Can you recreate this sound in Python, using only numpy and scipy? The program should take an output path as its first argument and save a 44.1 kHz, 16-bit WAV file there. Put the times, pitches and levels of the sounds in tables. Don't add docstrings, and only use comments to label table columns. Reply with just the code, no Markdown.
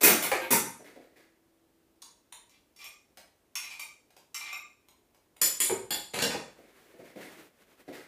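import sys
import numpy as np
from scipy import signal
from scipy.fft import rfft, irfft
from scipy.io import wavfile

SR = 44100
rng = np.random.default_rng(int(sys.argv[2]) if len(sys.argv) > 2 else 0)


def unload_wav(signal):
    wavfile.write(
        sys.argv[1],
        SR,
        np.round(np.clip(np.atleast_2d(signal).T, -1, 1) * 32767).astype(np.int16),
    )


N = 356195
AGE = np.arange(SR) / SR
HZ = np.arange(SR // 2 + 1.0) + 1e-3

# start_s, bass_db, middle_db, treble_db, rattle_s, ring_share, favoured_hz
CUTLERY_HITS = [(0.007, -37, -33.5, -32, 0.28, 0.074, 12350.0),
                (0.032, -27, -23.5, -18, 0.069, 0.22, 9165.0),
                (0.062, -30.5, -28.5, -29, 0.24, 0.13, 1603.0),
                (0.221, -42.5, -35.5, -34, 0.14, 0.078, 9165.0), (0.41, -45, -40, -54.5, 0.17, 1, 11190.0),
                (0.505, -30.5, -28.5, -24, 0.14, 0.28, 900.0)]


def cutlery():
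    # frequency_hz, level_db
    colour = [(35, -60), (60, -30), (120, -17), (190, -13.5), (240, -10.5), (282, -9.5), (339, -3),
              (577, -8.5), (875, -14.5), (1830, -10.5), (2110, -5), (2700, -12), (3600, -13), (5000, -19),
              (9020, -15), (9670, -17), (15000, -12.5)]
    # pitch_hz, level_db, width_hz
    modes = [(247, -8, 26), (343.5, -0.5, 30), (906, -1.5, 56), (1594, -5.5, 14), (2200, -8, 43),
             (5590, -10, 7), (6000, -8, 22), (8950, -9.5, 14), (9280, -9, 15), (10660, -1, 78),
             (11360, -4, 24), (12530, 0, 89), (13730, -2, 69), (14830, 1.5, 30)]
    room = kitchen(direct_share=0.17)
    return struck(CUTLERY_HITS, colour, modes, room, crack=0.08, grain_db=5.5, vary_db=3, favour_db=7)


def tin_pulls():
    # start_s, length_s, snap_db, slip_db, release_db, extra_treble_db, ring_freedom (0-1)
    pulls = [(2.493, 0.052, -73.5, -72.5, -74, -1, 0.05), (2.762, .08, -67, -55, -51.5, 6, 0.63),
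             (3.554, .24, -42, -48, -44.5, 3.5, 0.66), (4.344, .183, -45, -44.5, -42, -0.5, 0.93)]
    # bass_offset_db, treble_offset_db, rattle_s, ring_weight, favoured_hz
    snap = (-24.5, 3, 0.04, 0.38, 5490)
    slip = (-19.5, -11.5, 0.14, 0.8, 2350)
    release = (-18.5, -7, 0.035, 1.16, 2460)
    # frequency_hz, level_db
    colour = [(100, -29), (450, -19.5), (900, 2.5), (1400, -4.5), (1750, -2.5), (2500, 8.5), (3200, 4),
              (4100, 3.5), (5000, 4), (6500, 5), (8000, -0.5), (15000, -4.5)]
    # pitch_hz, level_db, width_hz
    modes = [(1190, -6, 29), (2121, -2.5, 31), (2346, -4, 35.5), (2427, 1, 50), (2610, -8.5, 120),
             (3780, -13, 70), (5490, -3, 38), (7340, -9.5, 108), (8960, -8, 71), (10970, -22, 50),
             (12200, -11, 48), (13900, -14, 150)]
    hits = []
    for start_s, length_s, snap_db, slip_db, release_db, bright_db, freedom in pulls:
        stages = [(snap, 0, snap_db, 0), (slip, 0.31, slip_db, bright_db),
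                  (slip, 0.62, slip_db, bright_db), (release, 1, release_db, bright_db)]
        for (bass, treble, rattle_s, ring, hz), progress, db, extra_db in stages:
            hit_s = start_s + progress * length_s
            hits.append((hit_s, db + bass, db, db + treble + extra_db, rattle_s, ring * freedom, hz))
    room = kitchen(direct_share=0.28)
    return struck(hits, colour, modes, room, crack=0.027, grain_db=3.5, vary_db=3, favour_db=3.5)


def glass_clinks():
    # start_s, bass_db, middle_db, treble_db, favoured_hz
    clinks = [(5.414, -46, -34.5, -24.5, 13170), (5.602, -49, -36, -27, 10490),
              (5.906, -43.5, -36, -35.5, 3435)]
    # frequency_hz, level_db
    colour = [(100, -9.5), (380, 5), (950, 0.5), (1400, -2), (2200, 2.5), (3600, 2), (4500, 5), (5400, 0.5),
              (6200, -3), (7800, -1), (9300, 0.5), (11000, 2.5), (15000, -2)]
    # pitch_hz, level_db, width_hz
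    modes = [(1846, -17, 35), (3000, -14, 50), (3435, -9, 35), (4270, -7, 110), (4668, -13, 90),
             (7097, -3, 32), (7190, -7, 70), (8130, -9, 150), (10490, -9, 40), (13170, -8, 50)]
    rattle_s, ring_share, bounce_s, bounce_loss_db = 0.05, 0.49, 0.031, 9.5
    hits = [(start_s + lag_s, bass - loss, middle - loss, treble - loss, rattle_s, ring_share, hz)
            for start_s, bass, middle, treble, hz in clinks
            for lag_s, loss in ((0, 0), (bounce_s, bounce_loss_db))]
    room = kitchen(direct_share=0.22)
    return struck(hits, colour, modes, room, crack=0.21, grain_db=9, vary_db=1.5, favour_db=6)


def put_down():
    # start_s, bass_db, middle_db, treble_db, rattle_s, ring_share
    hits = [(6.135, -39.5, -39.0, -43.5, 0.17, 0.08), (6.188, -43, -37.5, -42.5, 0.021, 0.3),
            (6.219, -34, -32, -34, 0.057, 0.53), (6.3, -46, -40.5, -47.5, 0.17, 0.28)]
    # frequency_hz, level_db
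    colour = [(40, -35), (100, -15), (280, -4), (700, -5), (1200, -8), (2000, -2), (5000, -10),
              (8000, -11.5), (12000, -16.5), (15000, -23)]
    # pitch_hz, level_db, width_hz
    modes = [(463, 0.5, 14), (1610, 2.5, 69), (2760, 12, 110), (3400, 4, 90), (4520, 9, 600),
             (5540, -3, 200), (7500, -11, 41)]
    return struck(hits, colour, modes, kitchen(direct_share=0.25), crack=0.16, grain_db=6.5, vary_db=2.5)


def drawer_knocks():
    # start_s, bass_db, middle_db, treble_db, rattle_s, ring_share
    hits = [(0.314, -30.5, -31, -42, 0.13, 0.6), (5.696, -34, -42, -69, 0.05, 0.56),
            (5.712, -36, -60, -77, 0.012, 0), (6.345, -39, -49, -69, 0.052, 0.07)]
    # frequency_hz, level_db
    colour = [(29, -59), (50, -21), (313, -10), (462, 0.5), (540, -8), (780, -5.5), (1240, -10.5),
              (1600, -9.5), (1750, -10), (2470, -11), (3100, -23), (12000, -30.5), (15600, -54),
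              (22000, -120)]
    # pitch_hz, level_db, width_hz
    modes = [(316, -12, 23), (388, -5.5, 42), (511.3, -8.5, 17), (767, -8.5, 115)]
    return struck(hits, colour, modes, kitchen(direct_share=0.41), crack=0.3, grain_db=1, vary_db=3)


def light_clicks():
    # start_s, level_db, grip (0 loose, 1 tight)
    clicks = [(2.019, -57, 0), (2.323, -55, 0.28), (3.1718, -59, 0.91), (4.104, -73, 1), (4.165, -65, 1),
              (4.885, -68, 0.6), (5.146, -74, 0.97), (5.364, -66.5, 0.8)]
    # frequency_hz, level_db
    colour = [(100, -24), (800, 6), (1300, -1), (2400, 2.5), (6500, -4.5), (15000, -7)]
    # pitch_hz, level_db, width_hz
    modes = [(970, -2.5, 59), (3000, -12.5, 120), (3530, -5, 53), (4000, 1, 440), (6910, -6.5, 290),
             (8980, -9, 230), (11000, -12.5, 60)]
    rattle_s, loose_ring_share = 0.047, 0.9
    hits = []
    for start_s, db, grip in clicks:
        bass_db = db + np.interp(grip, [0, 1], [-18, -1])
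        treble_db = db + np.interp(grip, [0, 1], [2.5, -1.5])
        hits.append((start_s, bass_db, db, treble_db, rattle_s, loose_ring_share * (1 - grip)))
    return struck(hits, colour, modes, kitchen(direct_share=0.39), crack=0.029, grain_db=6.5, vary_db=3)


def struck(hits, colour, modes, room, crack, grain_db, vary_db, favour_db=0):
    body = dense_resonances(colour)
    responses = np.array([resonator(hz, width) for hz, _, width in modes])
    mode_hz, mode_db, _ = np.transpose(modes)
    mode_power, out = np.abs(responses) ** 2, np.zeros(N)
    for start_s, bass, middle, treble, rattle_s, ring_share, *favoured in hits:
        drive = contact(rattle_s, crack, grain_db) * room
        hit_db = mode_db + vary_db * rng.standard_normal(len(modes))
        for hz in favoured:
            hit_db[np.argmin(np.abs(mode_hz - hz))] += favour_db
        energy_taken = mode_power @ np.abs(drive) ** 2
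        strengths = from_db(hit_db) * rng.choice([-1, 1], len(modes)) / np.sqrt(energy_taken)
        ring, clatter = unit(drive * (strengths @ responses)), unit(drive * body)
        ring_share = min(ring_share, 0.95)
        mix = np.sqrt(ring_share) * ring + np.sqrt(1 - ring_share) * clatter
        add(out, start_s, set_bands(mix, [bass, middle, treble]))
    return out


def contact(rattle_s, crack, grain_db):
    grain_times = AGE[::64]
    grains = from_db(grain_db * np.interp(AGE, grain_times, rng.standard_normal(len(grain_times))))
    swell_s = 0.0044 + 0.5 * rattle_s ** 2
    bounces = unit(rng.standard_normal(SR) * grains * fade(rattle_s) * (1 - fade(swell_s)))
    first = unit(rng.standard_normal(SR) * fade(0.04) * (1 - fade(0.011)))
    crack_share = crack / (1 + (rattle_s / 0.12) ** 2)
    return rfft(np.sqrt(crack_share) * first + np.sqrt(1 - crack_share) * bounces)


def resonator(hz, width_hz):
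    radiation = (1j * HZ / (1j * HZ + hz / 2)) ** 2
    return radiation / (1 + 1j * (HZ ** 2 - hz ** 2) / (HZ * width_hz))


def dense_resonances(colour, uneven_db=2.5, spacing_hz=140):
    knots = np.arange(0, SR / 2, spacing_hz)
    ripple = np.interp(HZ, knots, rng.standard_normal(len(knots))) * HZ / (HZ + 1500)
    return causal(from_db(at_hz(colour, HZ) + uneven_db * ripple))


def set_bands(spectrum, levels_db):
    # low_hz, high_hz
    bands = [(100, 900), (900, 5000), (5000, 15400)]
    corners = np.log([650, 1200, 4000, 6200])
    power, gain = np.abs(spectrum) ** 2, np.ones(len(HZ))
    for _ in range(2):
        rms = np.array([np.sqrt(20 * np.sum((power * gain ** 2)[lo:hi])) / SR for lo, hi in bands])
        bass, middle, treble = np.log(from_db(levels_db) / rms)
        gain *= np.exp(np.interp(np.log(HZ), corners, [bass, middle, middle, treble]))
    return irfft(spectrum * causal(gain))


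def footsteps(heel_s=0.23, sole_s=0.38, sole_lag_s=0.048):
    # start_s, heel_db, sole_db
    steps = [(0.794, -55.5, -57.5), (0.955, -53.5, -68.5), (1.11, -68.5, -63.5), (6.581, -59.5, -69),
             (6.935, -58.5, -68), (6.991, -52.5, -61), (7.157, -47.5, -51.5), (7.878, -45, -51.5)]
    # frequency_hz, level_db
    colour = [(35, -38), (60, -31.5), (129, -28), (309, -7.5), (347, -10), (390, -8.5), (551, -11.5),
              (938, -15.5), (2010, -4), (3120, -15), (3750, -14), (5680, -19), (15000, -22.5)]
    floor = causal(from_db(at_hz(colour, HZ))) * kitchen(direct_share=0.65)
    out = np.zeros(N)
    for start_s, heel_db, sole_db in steps:
        heel = unit(contact(heel_s, crack=0.29, grain_db=1.5) * floor)
        sole = unit(contact(sole_s, crack=0.29, grain_db=1.5) * floor)
        add(out, start_s, set_bands(heel, [heel_db, heel_db - 14, heel_db - 24]))
        add(out, start_s + sole_lag_s, set_bands(sole, [sole_db - 1.5, sole_db, sole_db - 7.5]))
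    return out


def clothes(flutter_db=3.5, fold_s=0.037):
    # time_s, level_db
    loudness = [(6.45, -62), (6.6, -67.5), (6.9, -63), (7.12, -67), (7.26, -56), (7.4, -53), (7.55, -67.5),
                (7.71, -60), (7.83, -66), (8.08, -62.5)]
    # frequency_hz, level_db
    colour = [(60, -23), (200, -2.5), (380, 3.5), (900, -7), (2000, -5), (5000, -16), (15000, -18)]
    t, folds = np.arange(N) / SR, np.arange(0, N / SR, fold_s)
    rub = noise(colour)
    flutter = np.interp(t, folds, rng.standard_normal(len(folds)))
    level_db = np.interp(t, *np.transpose(loudness), left=-np.inf)
    return rub * from_db(level_db + flutter_db * flutter)


def lingering_tone(start_s, damped_at_s=1.98, pitch_hz=329, level_db=-67.5, ring_s=20):
    t = np.arange(N) / SR
    fallen_db = 60 * np.maximum(t - start_s, 0) / ring_s + 120 * np.maximum(t - damped_at_s, 0)
    return from_db(level_db - fallen_db) * (t > start_s) * np.sin(2 * np.pi * pitch_hz * t)


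def kitchen(direct_share, build_s=0.016):
    # frequency_hz, decay_s
    decays = [(150, 0.57), (400, 0.36), (1000, 0.47), (3000, 0.4), (7000, 0.44), (15000, 0.25)]
    echoes = rfft(rng.standard_normal(SR) * (rng.random(SR) < 0.04 + AGE / build_s) * (AGE > 0.002))
    centres = np.log([hz for hz, _ in decays])
    tail = sum(irfft(echoes * np.interp(np.log(HZ), centres, band)) * fade(decay_s)
               for band, (_, decay_s) in zip(np.eye(len(centres)), decays))
    return np.sqrt(direct_share) + np.sqrt(1 - direct_share) * rfft(unit(tail))


def air(level_db=-70):
    # frequency_hz, level_db
    colour = [(25, -11), (60, -11.5), (140, -14), (330, -9), (600, -15.5), (1200, -23.5), (2500, -27),
              (5000, -31), (15000, -31.5)]
    return from_db(level_db) * noise(colour)


def noise(colour):
    hz = np.maximum(np.arange(N // 2 + 1) * SR / N, 1)
    spectrum = rfft(rng.standard_normal(N)) * from_db(at_hz(colour, hz))
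    return np.sqrt(N) * unit(irfft(spectrum, N))


def causal(gain):
    cepstrum = irfft(np.log(gain + 1e-9))
    cepstrum[1:SR // 2] *= 2
    cepstrum[SR // 2 + 1:] = 0
    return np.exp(rfft(cepstrum))


def from_db(db):
    return 10 ** (np.asarray(db) / 20)


def at_hz(points, hz):
    frequencies, values = np.transpose(points)
    return np.interp(np.log(hz), np.log(frequencies), values)


def unit(x):
    return x / np.sqrt(np.sum(np.abs(x) ** 2) + 1e-30)


def fade(decay_s):
    return np.exp(-np.log(1000) * AGE / decay_s)


def add(out, start_s, sound):
    start = round(start_s * SR)
    out[start:start + SR] += sound[:N - start]


def scene():
    things = cutlery() + light_clicks() + tin_pulls() + glass_clinks() + put_down() + drawer_knocks()
    tone = lingering_tone(start_s=CUTLERY_HITS[-1][0])
    return (things + tone + footsteps() + air() + clothes())[None]


def record(dry, bass_cut_hz=38, peak_limit=0.65, top_cut_hz=15350):
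    thin = signal.sosfilt(signal.butter(4, bass_cut_hz, "high", fs=SR, output="sos"), dry)
    rounded = peak_limit * np.tanh(thin / peak_limit)
    return signal.sosfilt(signal.ellip(12, 0.1, 80, top_cut_hz, fs=SR, output="sos"), rounded)


dry = scene()
out = record(dry)
unload_wav(out)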